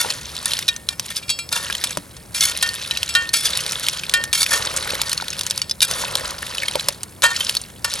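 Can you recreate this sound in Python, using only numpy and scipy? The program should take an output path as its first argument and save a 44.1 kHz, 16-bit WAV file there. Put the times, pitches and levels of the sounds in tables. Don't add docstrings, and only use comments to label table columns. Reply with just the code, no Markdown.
import sys
import numpy as np
from scipy import signal
from scipy.fft import rfft, irfft
from scipy.io import wavfile
from scipy.ndimage import map_coordinates

SR = 44100
rng = np.random.default_rng(int(sys.argv[2]) if len(sys.argv) > 2 else 0)


def wav_record(signal):
    frames = np.transpose(np.atleast_2d(signal))
    bounded = np.clip(frames, -1, 1)
    quanta = np.round(bounded * 32767).astype(np.int16)
    wavfile.write(sys.argv[1], SR, quanta)


N = 352800
T = np.arange(N) / SR

# [f/Hz, relative level/dB, t60/s]
PAN_MODES = [(314,-36,.9),(608,-26,0.25),(798,-28,.24),(965,-30,.24),(1132,-20,0.34),(1440,-8,0.22),(1826,-1.5,0.37),(2380,-11,0.18),(2763,-8,0.25),(3190,-4,0.21),(3690,-1,0.061),(4000,-3.5,0.067),(4300,-12,0.24),(5046,-3,0.062),(6800,-19,0.14),(6760,-27,.14),(7850,-16,0.17)]
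# [f/Hz, relative level/dB, t60/s]
BLADE_MODES = [(1370,-9,0.17),(2386,2,.14),(2737,-0.5,0.19),(3300,-2,.2),(3750,-2,.14),(4130,-1,0.15),(4570,-0.5,0.19),(5233,-3,0.38),(5491,-15.5,0.3),(6800,-25,.1),(6585,-5,.12),(7360,-18,0.14),(7900,-2,0.19),(8660,-35,0.12),(9200,-10,0.16),(10380,-6,.1)]
# [f/Hz, relative level per Hz/dB]
IMPACT_SPECTRUM = [(300,-40),(900,-10.5),(2000,-9),(3600,-2),(5200,-1),(7500,-6),(10000,-2.5),(13000,-14),(16000,-30.5)]
# [start t/s, end t/s, shell rattle level/dB, broth slosh level/dB]
PUSHES = [(0, 0.111, -27, -34.5), (0.203, 0.426, -34.5, -41), (0.412, 0.604, -30, -39.5),
          (0.967, 1.175, -38, -48), (1.497, 1.908, -33.5, -38), (2.42, 3.04, -30.5, -39.5),
          (3.078, 3.22, -32.5, -39), (3.392, 3.974, -28, -34.5), (4.024, 4.244, -37.5, -36.5),
          (4.441, 5.01, -28.5, -28.5), (5.02, 5.57, -34.5, -40), (5.85, 6.307, -30.5, -30),
          (6.358, 6.882, -32.5, -36), (7.295, 7.501, -28, -37), (7.851, 8, -30, -36.5)]


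def from_db(db):
    return 10 ** (np.asarray(db) / 20)


def rms_one(x):
    return x / np.sqrt(np.mean(x ** 2) + 1e-20)


def gain_at(points, hz):
    f, db = np.transpose(points)
    return from_db(np.interp(np.log(hz + 1), np.log(f), db))


def colour(x, spectrum):
    cepstrum = irfft(np.log(gain_at(spectrum, np.fft.rfftfreq(N, 1 / SR))))
    cepstrum[1:N // 2] *= 2
    cepstrum[N // 2 + 1:] = 0
    response = irfft(np.exp(rfft(cepstrum)))
    return irfft(rfft(x, 2 * N) * rfft(response, 2 * N))[:N]


def drift(rate):
    knots = rng.standard_normal(int(rate * N / SR) + 2)
    return rms_one(np.interp(T * rate, np.arange(len(knots)), knots))


def fade(t, t60):
    return np.exp(-np.log(1000) * t / max(t60, 1e-3))


def ring(force, hz, t60):
    radius, angle = fade(1 / SR, t60), 2 * np.pi * hz / SR
    numerator = [0, np.sin(angle)]
    denominator = [1, -2 * radius * np.cos(angle), radius * radius]
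    return signal.lfilter(numerator, denominator, force + 1e-18)


def add(out, s, sound):
    at = max(round(s * SR), 0)
    out[at:at + len(sound)] += sound[:N - at]


def contacts(per_s, spread_db):
    sizes = from_db(spread_db * np.minimum(rng.exponential(1, N), 3.5))
    return sizes * rng.choice([-1, 1], N) * (rng.random(N) < per_s / SR)


def grains(clicks, low_hz, high_hz, cycles, count=22):
    dealt = rng.integers(0, count, N)
    total = np.zeros(N)
    for k, hz in enumerate(np.geomspace(low_hz, high_hz, count)):
        total += hz * ring(clicks * (dealt == k), hz, cycles / hz)
    return rms_one(total)


def struck(modes, blows, uneven_db):
    out = np.zeros(N)
    at = (blows[:, 0] * SR).astype(int)
    for hz, db, t60 in modes:
        unevenness = uneven_db * rng.standard_normal(len(at))
        force = np.zeros(N)
        force[at] = from_db(blows[:, 1] + db + unevenness) * rng.choice([-1, 1], len(at))
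        out += ring(force, hz, t60)
    return out


def spatula_blows(chatter_t60=0.047, chatter_db=-6.5):
    # [t/s, impact level before chatter_db/dB, pan ring level/dB, blade ring level/dB]
    blow_list = [(0.681,-14,-28,-39),(.889,-28,-62,-39),(1.226,-46,-61,-40.5),(1.282,-45,-54,-39),(1.293,-12,-50,-25),(1.301,-9.5,-54,-24.5),(1.389,-16.5,-60,-29),(1.526,-8.5,-44,-26.5),(1.839,-4.5,-54,-32),(1.906,-37,-57,-37.5),(2.166,-27,-53,-58),
                 (2.347,-13.5,-42,-29.5),(2.626,-2,-16.5,-32),(2.911,-27,-32,-44),(3.091,-14.5,-63,-29),(3.151,-6.5,-11,-39),(3.338,-3,-29.5,-21.5),(4.138,-2.5,-12.5,-34),(4.329,-2.5,-45,-25.5),
                 (5.617,-17,-43,-41),(5.818,-3.5,-53,-27),(7.233,-22,-22,-49),(7.845,-5.5,-34,-32)]
    blows, chatter = np.array(blow_list), np.zeros(N)
    for s, db, _, _ in blow_list:
        add(chatter, s, from_db(db + chatter_db) * fade(T[:SR // 4], chatter_t60))
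    chatter *= rms_one(colour(rng.standard_normal(N), IMPACT_SPECTRUM))
    pan = struck(PAN_MODES, blows[:, [0, 2]], uneven_db=1.5)
    blade = struck(BLADE_MODES, blows[:, [0, 3]], uneven_db=2.5)
    return chatter + pan + blade


def scrapes(blade_db=-10.0, damping=0.27, judder_db=3.5, edge_s=0.0079, muffled_db=3.5, pan_db=6.0):
    # [start t/s, end t/s, relative level at start/dB, relative level at end/dB,
    # bite/1 from 0, muffled among shells, to 1, edge on bare metal]
    slide_list = [(0,0.057,-16,-28,0.89),(0.065,0.223,-49,-35.5,0.81),(0.458,0.572,-22,-52,0.83),(0.893,0.934,-34,-35,0.67),(1.102,1.132,-19.5,-37,0.89),(1.161,1.195,-16,-34.5,1),(1.517,1.675,-25,-38,0.79),(2.346,2.414,-19.5,-24,0.96),(2.409,2.459,-11,-16,1),
                  (2.461,2.52,-23,-22.5,0.88),(3.335,3.511,-21,-25,1),(3.83,3.892,-27,-64,1),(4.333,4.448,-15,-20.5,0.97),(4.458,4.506,-22,-28.5,1),(4.51,4.688,-17.5,-42.5,0.87),(5.032,5.124,-33.5,-36,0.85),(5.826,5.86,-6,-28,1),(5.881,6.045,-24.5,-25,0.95),(7.23,7.32,-17.5,-30,0.43),(7.845,7.886,-31,-44.5,0.17)]
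    # [f/Hz, relative level per Hz/dB]
    bare_spectrum = [(300,-40),(900,-71),(1500,10.5),(2600,4),(3600,12),(6400,7.5),(7400,2.5),(8600,6),(10300,10),(12500,-3),(14500,-6),(16000,-34)]
    # [f/Hz, relative level per Hz/dB]
    muffled_spectrum = [(250,-35),(480,-2.5),(760,-7.5),(950,3.5),(1250,0),(1600,6),(2400,-2),(4000,1),(9000,4.5),(16000,-34)]

    on_metal, on_shells = np.zeros((2, N))
    for start, end, first_db, last_db, bite in slide_list:
        envelope = np.clip(np.minimum(T - start, end - T) / edge_s + .5, 0, 1)
        pressure = from_db(np.interp(T, [start, end], [first_db, last_db])) * envelope
        on_metal += pressure * np.sqrt(bite)
        on_shells += pressure * (1 - bite)
    judder = from_db(judder_db * (drift(220) + drift(45)))
    grit = rms_one(contacts(per_s=14000, spread_db=1.5) * judder)

    singing = grit
    for round_trip_s in (.00088, .0023):
        when = T - round_trip_s * (1 + .035 * drift(9))
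        echo = singing
        for _ in range(3):
            echo = .5 * map_coordinates(echo, [when * SR], order=3)
            singing = singing + echo
    slips, crunch = rms_one(singing) * on_metal, grit * on_shells

    def driven(force, modes):
        return rms_one(sum(ring(force, hz, t60 * damping) * from_db(db / 2) for hz, db, t60 in modes))

    bright = rms_one(colour(slips, bare_spectrum))
    bright = bright + from_db(blade_db) * driven(grit * on_metal, BLADE_MODES)
    dull = colour(crunch, muffled_spectrum)
    dull = rms_one(dull) + from_db(pan_db) * driven(dull, PAN_MODES)
    return slips.std() * bright + from_db(muffled_db) * crunch.std() * dull


def clacks(crack_db=-11.98, crack_t60=0.0065, side_db=-10.5, heap_db=-10.5, heap_t60=0.027, rise_s=0.00007):
    # [t/s, peak level/dB, pitch f/Hz, ring t60/s]
    clack_list = [(0.1037, -4.5, 4240, 0.013), (.3658, -13, 4070, .01), (.4569, -2, 10380, .011),
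                  (0.517, -11, 3900, 0.026), (.5346, -4, 4180, .018), (0.5902, -5.5, 4950, 0.0045),
                  (.626, -14.5, 3600, 0.025), (.6808, -4, 4090, 0.036), (0.687, -1.5, 3800, 0.045),
                  (0.763, -13, 6120, 0.018), (0.8882, -2.5, 4010, 0.017), (0.9963, -2.5, 5240, 0.0027),
                  (1.0625, -17, 9800, .01), (1.1672, -10, 5090, 0.026), (1.4905, -15, 4420, 0.0098),
                  (1.7, -7.5, 1640, 0.034), (1.726, -8, 3330, 0.0078), (1.751, -8, 3180, 0.016),
                  (1.8716, -13.5, 3560, 0.028), (1.9079, -9.5, 6530, .017), (1.9722, -5, 1400, 0.0027),
                  (2.4076, -3, 6080, .025), (2.4263, -5, 3620, 0.021), (2.497, -11, 4480, .013),
                  (2.574, -7.5, 9760, 0.0064), (2.6897, -8.5, 4470, 0.023), (2.8247, -15, 3480, 0.019),
                  (2.91, -5.5, 3950, 0.039), (2.9726, -5, 3940, 0.02), (3.0304, -3, 3300, 0.0075),
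                  (3.2909, -10, 4260, 0.023), (3.4574, -8, 4880, 0.083), (3.5733, -3.5, 10200, 0.004),
                  (3.6639, -6, 3800, 0.0066), (3.7212, -7, 5640, 0.0041), (3.867, -11, 3080, 0.016),
                  (3.885, 1, 3430, 0.0084), (4.035, -13.5, 2470, .031), (4.0952, -5, 4170, 0.0074),
                  (4.239, -4.5, 3120, 0.0026), (4.4303, 0.5, 5150, 0.0062), (4.4634, -5.5, 2550, 0.014),
                  (4.519, -5, 1770, 0.026), (4.764, -2, 7100, 0.016), (4.7706, -7, 8160, 0.0094),
                  (4.7744, -8, 6500, .012), (4.953, -8.5, 1890, 0.0065), (5.016, -0.5, 3600, 0.0047),
                  (5.0952, -5, 6200, 0.0051), (5.1164, -8.5, 4180, .036), (5.1302, -2, 7950, 0.0056),
                  (5.1771, -5.5, 4400, 0.021), (5.2822, -10.5, 3320, 0.0083), (5.3033, -12, 6480, 0.027),
                  (5.392, -8, 4040, 0.005), (5.434, -14, 5000, 0.0068), (5.4104, -6.5, 4800, 0.0023),
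                  (5.4658, -4, 6860, 0.004), (5.4997, -7, 5710, .02), (5.5087, -2.5, 5070, 0.0061),
                  (5.577, -5, 4750, 0.0084), (5.617, -6, 4600, .03), (5.696, -11, 4930, 0.027),
                  (5.7113, -3.5, 5070, 0.032), (5.8054, -3.5, 3740, 0.017), (5.826, -7, 3900, 0.03),
                  (5.9121, -4.5, 5440, 0.0058), (6.154, .5, 3300, .007), (6.582, -6.5, 3010, 0.025),
                  (6.6222, -11.5, 2300, 0.034), (6.6332, -9, 2220, 0.031), (6.683, -3.5, 3190, 0.021),
                  (6.7552, -5, 3680, 0.0054), (6.7963, -9, 4020, 0.021), (6.8853, 3, 3900, 0.0022),
                  (7.0326, -7.5, 8260, 0.0066), (7.2216, -3, 4200, .003), (7.3646, -8, 5230, 0.022),
                  (7.4059, -7.5, 3140, 0.042), (7.495, -1, 3230, 0.0038), (7.551, -8, 3220, 0.0033),
                  (7.5685, -2, 4400, .024), (7.615, -16, 9000, 0.032), (7.9384, -5, 5200, .0085)]
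    out, t = np.zeros(N), T[:SR // 10]
    hiss = rms_one(colour(rng.standard_normal(N), IMPACT_SPECTRUM))
    for s, db, hz, t60 in clack_list:
        side_hz = rng.uniform(0.614 * hz, min(1.5 * hz, 11000), 6)
        side = rng.choice([-1, 1], 6) @ np.sin(2 * np.pi * np.outer(side_hz, t))
        body = np.sin(2 * np.pi * hz * t) + from_db(side_db) * side
        grit = hiss[rng.integers(N - len(t)):][:len(t)]
        crack = from_db(crack_db) * fade(t, crack_t60)
        shaking = from_db(heap_db) * fade(t, heap_t60)
        knock = body * fade(t, t60) + grit * (crack + shaking)
        knock *= 1 - np.exp(-t / rise_s)
        knock *= from_db(db) / np.abs(knock).max()
        add(out, s, knock)
    return out


def thuds(cycles=17.0, upper_ratio=1.58, upper_db=-5.5, rise_s=0.00027):
    # [t/s, level of the lower partial/dB, pitch f/Hz]
    thud_list = [(.047,-13.5,885),(0.058,-21.5,493),(1.972,-18,610),(1.979,-24.5,182),(4.934,-19.5,530),(5.2,-14.5,1440),(5.224,-16.5,880),(6.038,-13,980),(6.156,-20,550),(6.7549,-9,572),(6.768,-21,515),(6.887,-16.5,578),(6.429,-12,1780),(7.233,-21,1010),(7.25,-13,1190)]
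    out, t = np.zeros(N), T[:SR // 8]
    for s, db, hz in thud_list:
        phase = 2 * np.pi * hz * t
        body = np.sin(phase) + from_db(upper_db) * np.sin(upper_ratio * phase)
        envelope = fade(t, cycles / hz) * (1 - np.exp(-t / rise_s))
        add(out, s, from_db(db) * body * envelope)
    return out


def pushed(levels_db, sag_db_per_s, rest_db, attack_s=0.068, settle_db_per_s=113):
    power = from_db(rest_db) ** 2
    for (start, end, _, _), level_db in zip(PUSHES, levels_db):
        since, after = np.maximum(T - start, 0), np.maximum(T - end, 0)
        db = level_db - sag_db_per_s * since - settle_db_per_s * after
        power = power + (np.minimum(since / attack_s, 1) * from_db(db)) ** 2
    return np.sqrt(power)


def heap(rattle_db=1.5, slosh_db=-2.5, snap_db=-25.0, rub_db=-4.0):
    # [f/Hz, relative level per Hz/dB]
    rattle_spectrum = [(700,-28.5),(1500,-3),(2400,-2),(4000,4),(6000,-2),(8000,-7),(10200,-3),(12500,-13.5),(16000,-22)]
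    # [f/Hz, relative level per Hz/dB]
    slosh_spectrum = [(150,2.5),(330,-11),(540,2.5),(740,-7.5),(1000,-2),(1500,-3),(2400,-8.5),(5000,-51)]
    _, _, shells_db, broth_db = np.transpose(PUSHES)

    ticks = contacts(per_s=600, spread_db=5.5)
    ticks = ticks + .8 * np.roll(ticks, SR // 900) - .6 * np.roll(ticks, SR // 350)
    shells = grains(ticks, 1200, 12000, cycles=26)
    shells = shells + from_db(snap_db) * rms_one(ticks) + from_db(rub_db) * rng.standard_normal(N)
    tumbling = grains(contacts(per_s=170, spread_db=3.5), 700, 2600, cycles=20)
    broth = grains(contacts(per_s=1500, spread_db=4.0), 260, 2200, cycles=11) + .7 * tumbling

    rattle = pushed(shells_db, sag_db_per_s=3, rest_db=-52.5) * rms_one(colour(shells, rattle_spectrum))
    slosh = pushed(broth_db, sag_db_per_s=5, rest_db=-53) * rms_one(colour(broth, slosh_spectrum))
    return from_db(rattle_db) * rattle + from_db(slosh_db) * slosh


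def hearth(sizzle_db=-49.5, fire_db=-43.0):
    # [f/Hz, relative level per Hz/dB]
    sizzle_spectrum = [(400,-18),(1000,-7.5),(2300,13),(3100,-2),(6200,5),(8700,13),(10500,13),(13000,7),(16000,0),(20000,-56)]
    # [f/Hz, relative level per Hz/dB]
    fire_spectrum = [(12,-47),(25,-12),(40,-15.5),(67,2),(85,-2),(120,-1),(175,-3.5),(260,-11),(500,-15),(800,-18),(2000,-31),(6000,-62)]
    sizzle = colour(contacts(per_s=3900, spread_db=4.0), sizzle_spectrum)
    fire = colour(rng.standard_normal(N), fire_spectrum)
    return from_db(sizzle_db) * rms_one(sizzle) + from_db(fire_db) * rms_one(fire)


def scene(scatter_t60=0.035):
    # [f/Hz, level/dB]
    port_difference = [(25,-23),(80,-17.5),(170,-12),(350,-5.5),(700,-2),(1400,-2.5),(2900,-6.5),(5500,-10),(9500,-17),(14000,-38)]
    mid = spatula_blows() + scrapes() + clacks() + thuds() + heap() + hearth()
    difference_gain = gain_at(port_difference, np.fft.rfftfreq(2 * N, 1 / SR))
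    side = irfft(1j * difference_gain * rfft(mid, 2 * N))[:N]

    t = T[:SR // 4]
    echoes = rng.standard_normal((2, len(t))) * fade(t, scatter_t60) * (t > .002)
    echoes /= np.linalg.norm(echoes, axis=1, keepdims=True)
    band = signal.butter(1, [200, 5000], "band", fs=SR, output="sos")
    echoes = from_db(-15) * signal.sosfilt(band, echoes)
    scattered = signal.fftconvolve(mid[None], echoes, axes=1)[:, :N]
    return np.array([mid + side, mid - side]) + scattered


def record(dry):
    rounded = dry / (1 + (dry / .92) ** 6) ** (1 / 6)
    bass_cut = signal.butter(2, 30, "high", fs=SR, output="sos")
    top_cut = signal.ellip(10, .1, 80, 16000, fs=SR, output="sos")
    return signal.sosfilt(top_cut, signal.sosfilt(bass_cut, rounded))


dry = scene()
out = record(dry)
wav_record(out)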